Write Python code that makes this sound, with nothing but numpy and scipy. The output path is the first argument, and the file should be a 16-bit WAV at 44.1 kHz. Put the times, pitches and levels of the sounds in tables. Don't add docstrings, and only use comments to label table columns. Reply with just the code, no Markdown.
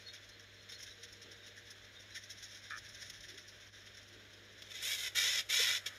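import sys
import numpy as np
from scipy import signal
from scipy.fft import rfft, irfft
from scipy.io import wavfile

SR = 44100
rng = np.random.default_rng(int(sys.argv[2]) if len(sys.argv) > 2 else 0)


def dump_mix(stems):
    frames = np.atleast_2d(stems).T
    limited = np.clip(frames, -1, 1)
    pcm = np.round(limited * 32767).astype(np.int16)
    wavfile.write(sys.argv[1], SR, pcm)


N = 263718
T = np.arange(N) / SR
HZ = np.fft.rfftfreq(N, 1 / SR)


def amp(db):
    return 10 ** (np.asarray(db) / 20)


def unit(x):
    return x / np.sqrt(np.mean(x ** 2) + 1e-20)


def bell(x, middle, width):
    return np.exp(-np.minimum((2 * (x - middle) / width) ** 2, 60))


def wander(rate):
    knots = rng.standard_normal(4000)
    return unit(np.interp(T * 2 * rate, np.arange(len(knots)), knots))


def slope(points):
    hz, db = np.transpose(points)
    return np.interp(np.log(HZ + 1), np.log(hz), db)


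def humps(peaks):
    hz = HZ[::16]
    return np.interp(HZ, hz, sum(db * bell(hz, middle, width) for middle, width, db in peaks))


def colour(x, db):
    return irfft(rfft(x, N) * amp(db), N)


def above(x, hz):
    return colour(x, -10 * np.log10(1 + (hz / (HZ + 1)) ** 20))


def resonance(hz, width_hz):
    return unit(irfft(rfft(rng.standard_normal(N)) * bell(HZ, hz, 2 * width_hz), N))


def ring(middle_s, length_s, hz, width_hz):
    first, count = max(round((middle_s - 1.5 * length_s) * SR), 0), 2 ** 16
    kicks = rfft(rng.standard_normal(count))
    tone = irfft(kicks * bell(np.fft.rfftfreq(count, 1 / SR), hz, 2 * width_hz))
    swell = bell(T[first:first + count], middle_s, length_s)
    out = np.zeros(N)
    out[first:first + count] = unit(tone[:len(swell)] * swell) * np.sqrt(np.mean(swell ** 2))
    return out


def pad_db():
    # pitch_hz, width_hz, lift_db
    pad_modes = [(590, 425, 12), (1950, 1300, 9), (3498, 1415, 14), (5350, 1020, 11), (6727, 1090, 10.5),
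                 (9585, 1300, 11), (11630, 1400, 7)]
    return humps(pad_modes)


def background(hiss_db=-59.5):
    # frequency_hz, level_db
    air_curve = [(20, -29), (50, 13), (85, 4), (160, -1), (350, 0.5), (520, -9.5), (700, -12), (1050, -6.5),
                 (1350, -3.5), (1600, 0), (2100, -4.5), (2750, -6.5), (3600, -9.5), (4200, -7),
                 (4700, -11.5), (6000, -14), (7700, -20), (9600, -32), (12500, -22.5), (15500, -24.5)]
    # pitch_hz, level_db
    partials = [(100, -68), (200, -79.5), (600, -78)]
    hiss = unit(colour(rng.standard_normal(N), slope(air_curve) + pad_db())) * amp(.5 * wander(rate=13))
    hum = sum(amp(db) * unit(np.sin(2 * np.pi * (hz * T + rng.random()))) for hz, db in partials)
    return amp(hiss_db) * hiss + hum


def room(x, near_db=-11, near_t60=.045, far_db=-23, far_t60=0.34):
    t = np.arange(SR // 2) / SR
    near, far = rng.standard_normal((2, len(t))) * (t > .002)
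    near, far = near * amp(-60 * t / near_t60), far * amp(-60 * t / far_t60)
    echo = (t == 0) + amp(near_db) * near / np.linalg.norm(near) + amp(far_db) * far / np.linalg.norm(far)
    return signal.oaconvolve(x, echo / np.linalg.norm(echo))[:N]


def outlining(end_s=2.15):
    return np.clip((end_s - T) * 10, 0, 1)


def nudges(drone_db=-76.5, swing_db=3):
    # middle_s, length_s, pitch_hz, width_hz, level_db
    shifts = [(1.291, 0.1, 400, 164, -64.5), (2.86, 0.12, 115, 50, -64), (3.165, 0.32, 118, 48.5, -71.5),
              (3.327, 0.12, 385, 103, -62.5), (4.163, .09, 360, 129, -66), (4.42, 0.84, 400, 202, -69.5),
              (5.603, 0.023, 495, 49.4, -44), (5.902, 0.26, 1720, 523, -57.5)]
    drone = outlining() * amp(drone_db + swing_db * wander(rate=3.81)) * resonance(hz=469, width_hz=25)
    return drone + sum(amp(db) * ring(s, length, hz, width) for s, length, hz, width, db in shifts)


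def ticks(rise_s=.003):
    # start_s, level_db
    landings = [(0.721, -50.5), (0.831, -55), (1.031, -55), (3.022, -53), (3.101, -50), (4.62, -44.5),
                (5.863, -47)]
    snap_db = slope([(300, -5.0), (1500, -9), (3300, -0.5), (6000, -7.0), (9000, -20), (15000, -15)])
    snap = unit(colour(rng.standard_normal(N), snap_db + pad_db()))
    touches = np.zeros(N)
    for s, db in landings:
        touches[round(s * SR)] = amp(db)
    age = np.arange(SR // 20) / SR / rise_s
    return snap * signal.oaconvolve(touches, age * np.exp(1 - age))[:N]


def squeaks_and_rings(whistle_db=-77.5, swing_db=5):
    # middle_s, length_s, pitch_hz, width_hz, level_db
    tones = [(0.083, 0.051, 4270, 70, -51), (0.093, 0.042, 3740, 70, -55), (0.337, .04, 4170, 120, -64),
             (0.609, .09, 4200, 110, -67), (0.751, 0.058, 4210, 80, -57.5), (.91, 0.042, 3860, 90, -57),
             (1.444, 0.097, 3750, 90, -62), (1.582, 0.028, 1710, 220, -56), (1.982, 0.048, 3670, 90, -59.5),
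             (2.13, 0.044, 4020, 60, -59), (2.17, 0.027, 1890, 257, -47.5), (3.028, .025, 1760, 220, -56.5),
             (3.249, 0.028, 1740, 220, -55)]
    whistle = outlining() * amp(whistle_db + swing_db * wander(rate=6.4))
    whistle *= resonance(hz=4117, width_hz=120)
    return whistle + sum(amp(db) * ring(s, length, hz, width) for s, length, hz, width, db in tones)


def slips(start_s=2.7088, count=10, gap_s=.0049, slowing=1.083, first_db=-34.5, fade_db_per_s=48):
    gaps = gap_s * slowing ** np.arange(count - 1) * np.exp(.18 * rng.standard_normal(count - 1))
    age = np.append(0, np.cumsum(gaps))
    return zip(start_s + age, first_db - fade_db_per_s * age + rng.standard_normal(count))


def judder(modes_hz=(1320, 1700, 2350), balance_db=(-2.5, 0, -8), knock_s=0.0038):
    t = np.arange(-300, 300) / SR
    out = np.zeros(N)
    for s, db in slips():
        gains = amp(balance_db + 2 * rng.standard_normal(3))
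        tone = sum(gain * np.cos(2 * np.pi * hz * t) for hz, gain in zip(modes_hz, gains))
        first = round((s + t[0]) * SR)
        out[first:first + len(t)] += amp(db) * bell(t, 0, knock_s) * tone / 2
    return out


def fibres(per_s, spread_db):
    size = amp(spread_db * np.minimum(rng.exponential(1, N), 4))
    return unit(size * rng.choice([-1, 1], N) * (rng.random(N) < per_s / SR))


def hand_reflection(x, delay_s=.0021, sway=0.088, echo_db=-7):
    late = delay_s * (1 + sway * wander(rate=6.4))
    return x + amp(echo_db) * np.interp(T - late, T, x)


def shading(strokes_per_s=13, drift=.2, swing_db=3):
    # time_s, level_db
    glide = [(0, -63.5), (.5, -72), (.9, -59.5), (1.15, -67), (1.9, -65.5), (2.3, -60), (2.9, -57.5),
             (3.5, -62), (3.9, -63.5), (4.3, -69.5), (4.68, -61)]
    glide_db = np.interp(T, *np.transpose(glide), right=-100)
    turns = np.cumsum(strokes_per_s * (1 + drift * wander(rate=8.1))) / SR
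    return amp(glide_db + swing_db * np.sin(2 * np.pi * turns) + 2.6 * wander(rate=23))


def strokes(lean=0.52):
    # peak_s, length_s, level_db, brightness_db
    marks = [(0.14, 0.035, -50.5, 0), (0.292, 0.016, -55.5, 2), (0.399, 0.02, -57.5, 1.5),
             (0.696, 0.026, -50, -1), (0.726, 0.039, -50, 2), (0.792, 0.034, -54, -0.5),
             (0.831, 0.02, -47.5, 2.5), (0.872, 0.039, -52, 0), (1.036, 0.023, -46.5, -0.5),
             (1.129, 0.019, -55, 3), (1.222, 0.025, -53, 2.5), (1.318, 0.026, -52.5, -2),
             (1.471, 0.033, -53.5, 0.5), (1.571, 0.042, -55.5, 0.5), (1.709, 0.026, -52.5, 3.5),
             (2.158, 0.038, -44.5, 1), (2.305, 0.034, -48, 1), (2.432, 0.034, -47.5, 1),
             (2.55, 0.035, -54, 0), (2.703, 0.015, -50, -3.5), (2.892, 0.0059, -57, 4),
             (2.95, 0.018, -51.5, 0.5), (3.027, 0.027, -49.5, 0), (3.101, 0.011, -43, 0),
             (3.137, 0.035, -55, 1.5), (3.207, 0.011, -52, 3.5), (3.241, 0.034, -55, 1),
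             (3.288, 0.02, -51, 0), (3.38, 0.018, -49.5, -1), (3.484, 0.02, -54.5, 0),
             (3.869, 0.021, -56, 0.5), (3.975, 0.023, -54.5, 1), (4.336, 0.022, -59, 1.5)]
    t = T[::20]
    power = sum((amp(db) * bell(t, s, length * (1 + lean * np.sign(t - s)))) ** 2
                for s, length, db, _ in marks)
    bright_db = sum(db * bell(t, s, 2 * length) for s, length, _, db in marks)
    return np.interp(T, t, np.sqrt(power)), np.interp(T, t, bright_db)


def pencil(split_hz=4700):
    # frequency_hz, level_db
    lead_curve = [(200, -21), (900, -43), (1600, 2), (2800, -9.5), (3600, -5), (4700, -4), (5900, 2),
                  (6800, -8), (7700, -22), (9600, -14.5), (12000, -18.5), (15500, -20)]
    firm, bright_db = strokes()
    force = np.hypot(firm, shading())
    rub = fibres(per_s=4000, spread_db=1.5) * amp(0.95 * wander(rate=210))
    rasp = unit(hand_reflection(colour(rub, slope(lead_curve) + pad_db())))
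    edge = above(rasp, split_hz)
    bite = amp(bright_db + 1.24 * wander(rate=28)) * (force / amp(-46.5) + 1e-3) ** 0.076
    return force * (edge * bite + (rasp - edge) / bite)


def sweeps(attack_s=0.016, release_db_per_s=780, fizz_fade_db=4.5, graze_db=-60, graze_fizz_db=-12):
    # start_s, length_s, level_db, rise_db, mid_swell_db, relative_fizz_db
    passes = [(4.686, 0.033, -53, 15, -4, -15), (4.734, 0.11, -46.5, 0.5, -2, -17),
              (4.813, 0.14, -41.5, 6.5, 3.2, -8.5), (4.958, 0.12, -42, 6, 1.5, -11.5),
              (5.147, 0.2583, -32.5, -5.5, -1.6, -15), (5.487, 0.29, -36, -2, 5, -14.5),
              (5.856, 0.014, -35.5, 0.5, 4, -13)]
    force = amp(graze_db) * (T > passes[0][0])
    fizz = force * amp(graze_fizz_db)
    for start, length, db, rise_db, swell_db, fizz_db in passes:
        age = T - start
        progress = np.clip(age / length, 0, 1)
        hold_db = db + rise_db * (progress - .5) + swell_db * np.sin(np.pi * progress)
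        release_db = release_db_per_s * np.maximum(age - length, 0)
        press = np.clip(age / attack_s, 0, 1) * amp(hold_db - release_db)
        force = np.hypot(force, press)
        fizz = np.hypot(fizz, press * amp(fizz_db - fizz_fade_db * (progress - .5)))
    return force, fizz


def hand(low_hz=2650, fizz_hz=7900, low_db=-7.5, middle_db=-1.5, boom_db=-64):
    # frequency_hz, level_db
    skin_curve = [(100, -19), (400, -27.5), (850, -20), (1450, -6), (2700, 1), (3700, 4.5), (4600, 2),
                  (5800, 4), (6700, 0), (7700, -4), (9600, -11.5), (12500, -7.5), (14500, -10.5),
                  (15600, -24)]
    # pitch_hz, width_hz, unscaled_lift_db
    reflection_peaks = [(2035, 70, 4), (2310, 110, 4), (3114, 45, 5), (3427, 55, 3), (3577, 45, 3),
                        (3760, 110, 4), (4060, 45, 3), (5033, 45, 4), (5217, 70, 5), (5420, 90, 5),
                        (5977, 45, 5), (6340, 40, 5), (6895, 40, 5), (7041, 35, 5)]
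    rub = fibres(per_s=13000, spread_db=3.5) * amp(wander(rate=150))
    rasp = hand_reflection(colour(rub, slope(skin_curve) + pad_db() + 0.78 * humps(reflection_peaks)))
    upper, fizz = above(rasp, low_hz), above(rasp, fizz_hz)
    force, fizz_force = sweeps()
    low = unit(rasp - upper) * amp(low_db + 0.7 * wander(rate=41))
    middle = unit(upper - fizz) * amp(middle_db + 0.62 * wander(rate=25))
    boom = amp(boom_db) * (force / force.max()) ** .3 * resonance(hz=550, width_hz=260)
    return force * (low + middle) + fizz_force * unit(fizz) + boom


def scene():
    rubbing = pencil() + ticks() + squeaks_and_rings() + judder() + hand()
    return (room(rubbing) + nudges() + background())[None]


def record(dry, bass_hz=250, top_hz=15650):
    # middle_s, length_s, depth_db
    dip = (3.716, .032, -11)
    middle_s, length_s, depth_db = dip
    bass = signal.sosfiltfilt(signal.butter(2, bass_hz, fs=SR, output="sos"), dry)
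    dipped = bass + (dry - bass) * amp(depth_db * bell(T, middle_s, length_s))
    high_cut = signal.firwin(511, top_hz, window=("kaiser", 9), fs=SR)
    return signal.oaconvolve(dipped, high_cut[None], "same")


dry = scene()
out = record(dry)
dump_mix(out)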